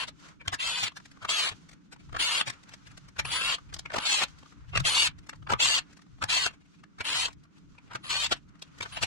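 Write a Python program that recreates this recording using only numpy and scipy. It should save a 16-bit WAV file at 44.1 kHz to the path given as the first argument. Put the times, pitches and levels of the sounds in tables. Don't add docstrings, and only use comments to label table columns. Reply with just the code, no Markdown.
import sys
import numpy as np
from scipy import signal
from scipy.fft import rfft, irfft, next_fast_len
from scipy.io import wavfile
from scipy.ndimage import uniform_filter1d

SR = 44100
rng = np.random.default_rng(int(sys.argv[2]) if len(sys.argv) > 2 else 0)


def voltage_ratio(decibels):
    exponent = np.asarray(decibels, float) / 20
    return 10 ** exponent


def output_pcm(signal):
    pcm = np.clip(np.atleast_2d(signal).T, -1, 1) * 32767
    wavfile.write(sys.argv[1], SR, np.round(pcm).astype(np.int16))


N = 399653


def unit(x):
    return x / np.sqrt(np.mean(x ** 2) + 1e-20)


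def along(points, hz):
    f, v = np.transpose(points)
    return np.interp(np.log(hz + 1), np.log(f + 1), v)


def wobble(rate):
    knots = N // 150
    return np.interp(np.arange(N) * rate / SR, np.arange(knots), rng.standard_normal(knots))


def filtered(x, response):
    m = next_fast_len(x.shape[-1] + 4096)
    return irfft(rfft(x, m) * response(np.fft.rfftfreq(m, 1 / SR)), m)[..., :x.shape[-1]]


def above(hz, edge_hz):
    return 1 / (1 + (edge_hz / (hz + 1)) ** 6)


def resonance(hz, centre_hz, width_hz):
    return 1 / (1 + ((hz - centre_hz) / width_hz) ** 2)


# start_s, stop_s, nearness_db, whine_db
PULLS = [(0, 0.042, 4.5, -53), (.598, 0.881, -0.5, -53), (1.293, 1.494, 0.5, -49.5),
         (2.197, 2.415, 0.5, -45.5), (3.256, 3.548, 1.5, -46.5), (4.003, 4.238, 0, -53.5),
         (4.853, 5.075, 2.5, -42), (5.6, 5.79, 0, -49.5), (6.295, 6.478, -0.5, -52.5),
         (7.049, 7.264, -0.5, -51.5), (8.042, 8.268, 0, -54), (8.925, 8.994, -1, -54)]
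# start_s, rotor_field_hz, glide_share_per_s
TRIGGER = [(0, 205, 0), (.598, 322.8, 0.52), (.705, 311.6, 0.05), (1.292, 451.7, -1.14),
           (2.197, 452.7, -0.1), (3.256, 121.6, 0), (3.312, 303.2, 0.97), (4.003, 139.6, 12),
           (4.055, 550.8, -0.61), (4.851, 553.7, -0.5), (4.897, 372, 0), (4.947, 553.2, 0.6),
           (5.597, 682.2, 0.5), (5.668, 590.2, -0.38), (6.292, 666.3, 0), (6.39, 393.3, -0.55),
           (7.046, 274.5, 3), (7.148, 490.4, 0), (8.038, 114.2, -1), (8.096, 371.5, 0.5),
           (8.925, 113.1, -0.5)]


def trigger():
    settle_s = .016
    catch_s, catch_sag = .012, .25
    tighten_s, tighten_sag = .045, .22
    tighten_air_db, tighten_whine_db, tighten_sing_db = -4, -7.5, -4.5
    level_db, air_level_db = -32.5, -6
    gear_grows, air_grows, whine_grows, sing_grows = 5.5, 5.2, 1.6, 2.4
    rise_db_per_s, brake_db_per_s = 1802, 1501.5

    t = np.arange(N) / SR
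    gear_db, whine_db = np.full(N, -120.), np.full(N, -120.)
    air_db, field_hz, sing_db = np.zeros(N), np.zeros(N), np.zeros(N)
    at, hz, glide = np.transpose(TRIGGER)
    for start, stop, near_db, aim_db in PULLS:
        on = (t > start - .05) & (t < stop + .05)
        s = np.clip(t[on], start, stop)
        k = np.searchsorted(at, np.maximum(s, start + .02)) - 1
        finger_hz = hz[k] * (1 + glide[k] * (s - at[k]))
        held = uniform_filter1d(finger_hz, size=round(settle_s * SR), mode="nearest")
        tight = np.clip(1 - (stop - s) / tighten_s, 0, 1)
        spin_up = 1 - catch_sag * np.exp((start - s) / catch_s)
        field_hz[on] = held * spin_up * (1 - tighten_sag * tight)
        octaves = np.log2(held / 400)
        slower = np.minimum(octaves, 0)
        rise_db = rise_db_per_s * np.minimum(t[on] - start, 0)
        edge_db = rise_db + brake_db_per_s * np.minimum(stop - t[on], 0)
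        gear_db[on] = level_db + near_db + gear_grows * octaves + edge_db
        dull_start_db = -6 * np.exp((start - s) / 0.01)
        air_db[on] = air_level_db + air_grows * slower + tighten_air_db * tight + dull_start_db
        sing_db[on] = sing_grows * slower + tighten_sing_db * tight
        whine_db[on] = aim_db + whine_grows * octaves + tighten_whine_db * tight + edge_db
    return gear_db + 0.7 * wobble(22), air_db + 2.5 * wobble(20), field_hz, whine_db, sing_db


def orders(turns, table, flutter_db):
    total = np.zeros(N)
    for k, db in table:
        swell = voltage_ratio(db + flutter_db * np.minimum(wobble(24), 1))
        total += swell * np.sin(2 * np.pi * round(k) * turns + k * k)
    return total


# multiple, level_db
MESH = [(1, -7), (2, -9), (3, -1.5), (4, -1), (5, 2.5), (6, -0.5), (7, 3.5), (8, -2.5), (9, 0), (10, -4)]
# multiple, level_db
ROTOR = [(3, -0.5), (4, 3.5), (5, 3.5), (6, -1.5), (8, -14.5)]
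# frequency_hz, level_db_per_hz
HOUSING = [(180, -48.5), (300, -10.5), (397, -13.5), (835, -5), (968, -0.5), (2170, -4.5), (2930, 2),
           (4420, -4), (5570, -17.5), (7750, -19), (10300, -50), (11100, -82), (12300, -41.5), (14000, -47),
           (15500, -66)]
# centre_hz, width_hz, gain_db
CASE = [(2140, 80, 4), (2720, 110, 4), (3170, 100, 4), (4290, 70, 2.5), (4520, 60, 4)]


def gearbox(turns, field_hz, sing_db):
    mesh_turns = 1.59 * turns + .019 * wobble(120)
    mesh = voltage_ratio(-8) * unit(orders(mesh_turns, MESH, flutter_db=2.5))
    rotor_db = -13.5 + 5 * np.log2(field_hz / 400 + .01)
    rotor = voltage_ratio(rotor_db) * unit(orders(turns, ROTOR, flutter_db=4.5))
    chatter_db = 2.4 * np.minimum(wobble(260), 1.6) + .4 * wobble(45)
    hiss = unit(rng.standard_normal(N) * voltage_ratio(chatter_db))

    def housing(hz):
        case_db = sum(db * resonance(hz, centre, width) for centre, width, db in CASE)
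        return voltage_ratio(np.maximum(along(HOUSING, hz), -52) + case_db)

    return filtered(hiss + voltage_ratio(sing_db - 0.5) * (mesh + rotor), housing)


# multiple_of_field_rate, level_db
WHINE = [(-3, -19), (-2, -16.5), (-1, -2.5), (0, -12.5), (1, -9.5)]


def inverter(turns):
    switch_hz = 9985
    carrier = switch_hz * np.arange(N) / SR
    whine = np.zeros(N)
    for k, db in WHINE:
        whine += voltage_ratio(db + 1.8 * wobble(25)) * np.sin(2 * np.pi * (carrier + round(k) * turns))
    return whine


def driver():
    gear_db, air_db, field_hz, whine_db, sing_db = trigger()
    turns = np.cumsum(field_hz) / SR
    body = gearbox(turns, field_hz, sing_db)
    gears = unit(filtered(body, lambda hz: 1 - above(hz, 6500)))
    air = unit(filtered(body, lambda hz: above(hz, 6300) * (hz < 14700)))
    tool = voltage_ratio(gear_db) * (voltage_ratio(-0.93) * gears + voltage_ratio(air_db) * air)
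    return tool + voltage_ratio(whine_db + 6.5) * inverter(turns)


def coloured(colour):
    return unit(filtered(rng.standard_normal((2, N)), lambda hz: voltage_ratio(along(colour, hz))))


# frequency_hz, level_db_per_hz
HUM = [(59, -55.5), (100, -19.5), (173, 0.5), (251, -11.5), (290, -2.5), (334, -16.5), (391, -20.5),
       (600, -33), (780, -63.5), (1320, -120)]


def machinery():
    return voltage_ratio(-66) * voltage_ratio(2 * wobble(14)) * coloured(HUM)


# frequency_hz, level_db_per_hz
RUMBLE = [(15, -13), (30, -0.5), (60, 1.5), (105, 0.5), (150, 1), (300, -64)]
# peak_s, rumble_db
JOLTS = [(0, -61.5), (0.542, -54), (1.1, -62), (1.45, -58), (2.17, -49), (2.85, -54.5), (3.2, -49),
         (3.5, -50), (3.8, -57.5), (4.15, -59.5), (4.798, -44.5), (5.1, -52.5), (5.52, -48.5), (5.8, -56),
         (6.25, -52.5), (6.8, -66.5), (7.2, -59), (7.75, -61), (8.2, -49), (9.06, -51)]


def leaning():
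    lean_db_per_s, let_go_db_per_s = 57.5, 45.5
    t = np.arange(N) / SR
    leans = [db + np.minimum(lean_db_per_s * (t - s), let_go_db_per_s * (s - t)) for s, db in JOLTS]
    rumble_db = np.max(leans, axis=0) - 4.5 + 5.5 * wobble(15)
    return voltage_ratio(rumble_db + np.array([[1.3], [-1.3]])) * coloured(RUMBLE)


# frequency_hz, level_db_per_hz
RUSTLE = [(240, -26.5), (400, -7), (576, -9), (816, -6.5), (894, -4), (1430, 2.5), (1720, -5.5),
          (2360, -6.5), (5350, -12), (6420, -11), (15000, -45.5)]
# time_s, level_db
RUSTLING = [(.12, -74), (.262, -58.5), (.45, -81.5), (1.08, -70), (1.56, -66), (1.9, -75.5), (2.1, -68),
            (2.55, -65.5), (3.15, -68.5), (4.5, -66), (5.13, -71), (5.46, -74.5), (5.97, -71), (6.8, -74),
            (7.4, -76.5), (7.88, -71.5), (8.6, -72), (8.79, -61.5)]


def rustling():
    s, db = np.transpose(RUSTLING)
    rustle_db = np.interp(np.arange(N) / SR, s, db)
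    cloth = coloured(RUSTLE)
    crisp = filtered(cloth, lambda hz: above(hz, 2700))
    patchy = voltage_ratio(2.5 * wobble(16)) * (cloth - crisp) + voltage_ratio(3.5 * wobble(20)) * crisp
    return voltage_ratio(rustle_db - 3.5 + 1.2 * wobble(60)) * patchy


# frequency_hz, t60_s
WALLS = [(200, 0.084), (2000, 0.11), (10000, 0.03)]


def walls(x):
    hz, t, z = signal.stft(rng.standard_normal((2, SR // 3)), SR, nperseg=256)
    decay = voltage_ratio(-60 * t / along(WALLS, hz)[:, None])
    tail = signal.istft(z * decay, SR, nperseg=256)[1]
    delayed = np.pad(x, (300, 0))[None]
    return signal.fftconvolve(delayed, tail / np.linalg.norm(tail[0]), axes=1)[:, :N]


# frequency_hz, level_db_per_hz
METAL = [(180, -8), (300, -8.5), (937, -3.5), (1070, -5), (1220, -2.5), (2610, -7), (2980, -8),
         (8140, -23.5), (12100, -41.5), (15500, -48)]


def contact(t, ring_hz, bright_db, half_ms, thump_db):
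    half = max(half_ms, 1) / 1000
    late = t - 0.85 * half
    shape = np.exp(-np.abs(late / half) ** 1.4)
    noise = filtered(rng.standard_normal(len(t)), lambda f: voltage_ratio(along(METAL, f)))
    high = filtered(noise, lambda f: above(f, 4000))
    near = filtered(noise, lambda f: resonance(f, ring_hz, 0.16 * ring_hz))
    rattle = voltage_ratio(-7) * unit(noise - high) + voltage_ratio(-11) * unit(near) + voltage_ratio(bright_db + 2.5) * unit(high)
    ring_level = (half_ms < 11) * voltage_ratio(-14.5 - .45 * max(bright_db, -26))
    ring = ring_level * np.sin(2 * np.pi * (ring_hz * late + rng.uniform()))
    thump_shape = np.exp(-np.where(late < 0, -late / .008, late / .015))
    thump = np.sin(2 * np.pi * rng.uniform(85, 125) * late) * thump_shape
    return shape * (rattle + ring) + voltage_ratio(thump_db - 2.0) * thump


# start_s, peak_db, ring_hz, bright_db
SCRAPES = [(.078, -30.5, 3950, -10.5), (0.408, -37.5, 2340, -26), (.455, -37.5, 1570, -21),
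           (0.965, -33, 1700, -8), (1.923, -37, 1930, -8), (3.936, -19, 605, -18.5),
           (4.217, -16, 2490, -14), (4.733, -28, 2700, -31.5), (5.498, -16, 1309, -21),
           (8.317, -11.5, 3370, -13), (8.823, -24.5, 3650, -11.5), (8.966, -23, 2825, -17.5)]
# start_s, peak_db
TICKS = [(.195, -51.5), (.285, -46), (1.055, -42), (1.114, -46.5), (1.69, -43.5), (1.73, -45.5),
         (1.713, -47.5), (2.633, -47), (2.69, -42), (2.736, -35.5), (2.87, -43.5), (2.913, -49),
         (2.974, -38), (3.084, -44.5), (4.281, -45.5), (4.386, -47), (5.186, -47.5), (5.267, -48),
         (5.356, -52), (5.928, -47), (5.97, -46), (6.017, -50.5), (7.328, -47), (7.435, -54), (7.58, -54),
         (8.293, -40), (8.488, -56), (8.592, -54.5), (8.783, -42)]
# start_s, peak_db
RUBS = [(.24, -50.5), (1.995, -48.5), (2.525, -41), (2.715, -44.5), (2.86, -44), (2.9, -50), (3.69, -50.5),
        (4.5, -57.5), (4.685, -49), (5.23, -53.5), (5.9, -50.5), (6.53, -47), (6.605, -55), (6.65, -57.5),
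        (6.735, -54.5), (6.785, -55.5), (7.3, -47), (7.56, -55.5), (7.87, -54), (8.36, -43), (8.67, -53)]
# start_s, peak_db, ring_hz, bright_db
CRACKS = [
    (.479, -14.5, 3400, -10.5),
    (5.535, -9, 1200, -25),
    (8.808, -21.5, 2300, -14),
    (6.239, -12, 1100, -14.5),
]
# start_s, peak_db, ring_hz, bright_db
BUMPS = [(.526, -19.5, 1133, -16.5), (.539, -22, 1748, -8), (2.145, -24.5, 1189, -29),
         (3.164, -37, 1552, -17), (3.191, -14.5, 2270, -12.5), (3.961, -16, 944, -15.5),
         (4.754, -13.5, 2760, -21), (5.518, -14, 960, -17), (6.221, -18, 1265, -18),
         (7.005, -19, 2288, -18), (7.279, -28.5, 947, -16), (7.951, -22, 1355, -17.5),
         (8.855, -27.5, 1390, -23)]
# start_s, peak_db, ring_hz, bright_db
SHOVES = [
    (.829, -22, 2750, -5.5),
    (1.221, -31, 1213, -19),
    (1.51, -31.5, 3310, -19),
    (2.47, -22.5, 2420, -11),
    (7.909, -33.5, 1310, -24.5),
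    (9.024, -16, 2660, -8.5),
]
# start_s, peak_db
CREASES = [(.919, -40), (1, -40.5), (1.171, -45), (1.962, -44), (2.092, -44.5), (3.583, -35.5),
           (3.727, -33.5), (3.917, -29.5), (4.429, -40), (4.458, -43), (4.523, -42.5), (4.606, -52),
           (5.11, -46), (5.425, -43), (5.818, -45), (5.991, -44), (6.065, -53), (6.184, -48),
           (6.509, -38.5), (6.986, -33), (7.75, -50.5), (7.452, -52), (8.553, -47.5), (8.746, -47)]
# start_s, peak_db, ring_hz, bright_db
CLICKS = [(1.249, -19.5, 1157, -20), (2.165, -18.5, 1294, -20.5), (2.41, -14, 3480, -20),
          (2.499, -23, 1780, -8), (3.252, -20.5, 2466, -16.5), (3.741, -31, 4860, 1),
          (3.764, -32, 4900, -18.5), (3.791, -31.5, 3770, -2), (3.857, -25, 2210, -24.5),
          (3.983, -11.5, 1154, -19), (4.234, -15, 4030, -9), (4.773, -11.5, 2634, -13.5),
          (4.8, -19.5, 1329, -10), (5.293, -28.5, 2150, -7.5), (5.471, -26.5, 1072, -32),
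          (6.461, -14.5, 1366, -9.5), (6.837, -38.5, 1490, -19), (7.783, -39.5, 2450, -21),
          (8.622, -31, 3360, -5), (2.127, -33, 1230, -17), (3.902, -26.5, 1800, -27),
          (5.331, -31, 1130, -26.5), (7.933, -31.5, 1320, -15)]


def knocks():
    out = np.zeros(N + 4096)
    t = (np.arange(4096) - 1024) / SR
    kinds = [(SCRAPES, (8.3, -34)), (TICKS, (1901, -6, 5, -40)), (RUBS, (2500, -14, 12, -40)),
             (CRACKS, (2.6, -13)), (BUMPS, (6.6, -12)), (SHOVES, (11, -5)),
             (CREASES, (1198.5, -19.5, 4, -44)), (CLICKS, (3.8, -35))]
    for rows, kind in kinds:
        for row in rows:
            s, db, *character = (*row, *kind)
            start = round(s * SR) - 1024
            out[start:start + len(t)] += voltage_ratio(db - 7.5) * contact(t, *character)
    return out[:N]


def scene():
    tool = driver() + knocks()
    shop = machinery() + leaning() + rustling()
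    return voltage_ratio(2.0) * tool * voltage_ratio([[1.1], [-1.1]]) + voltage_ratio(-14.0) * walls(tool) + voltage_ratio(7.5) * shop


def band_limit(x):
    return signal.sosfilt(signal.butter(12, 15710, fs=SR, output="sos"), x)


def record(dry):
    z = signal.stft(dry, nperseg=1024, noverlap=768)[2]
    drift = rng.standard_normal(z.shape)
    for _ in range(2):
        drift = uniform_filter1d(uniform_filter1d(drift, size=13, axis=1), size=18, axis=2)
    phase_rad = 2.5 * unit(drift)
    scrambled = signal.istft(z * np.exp(1j * phase_rad), nperseg=1024, noverlap=768)[1][:, :N]
    return band_limit(scrambled)


dry = scene()
out = record(dry)
output_pcm(out)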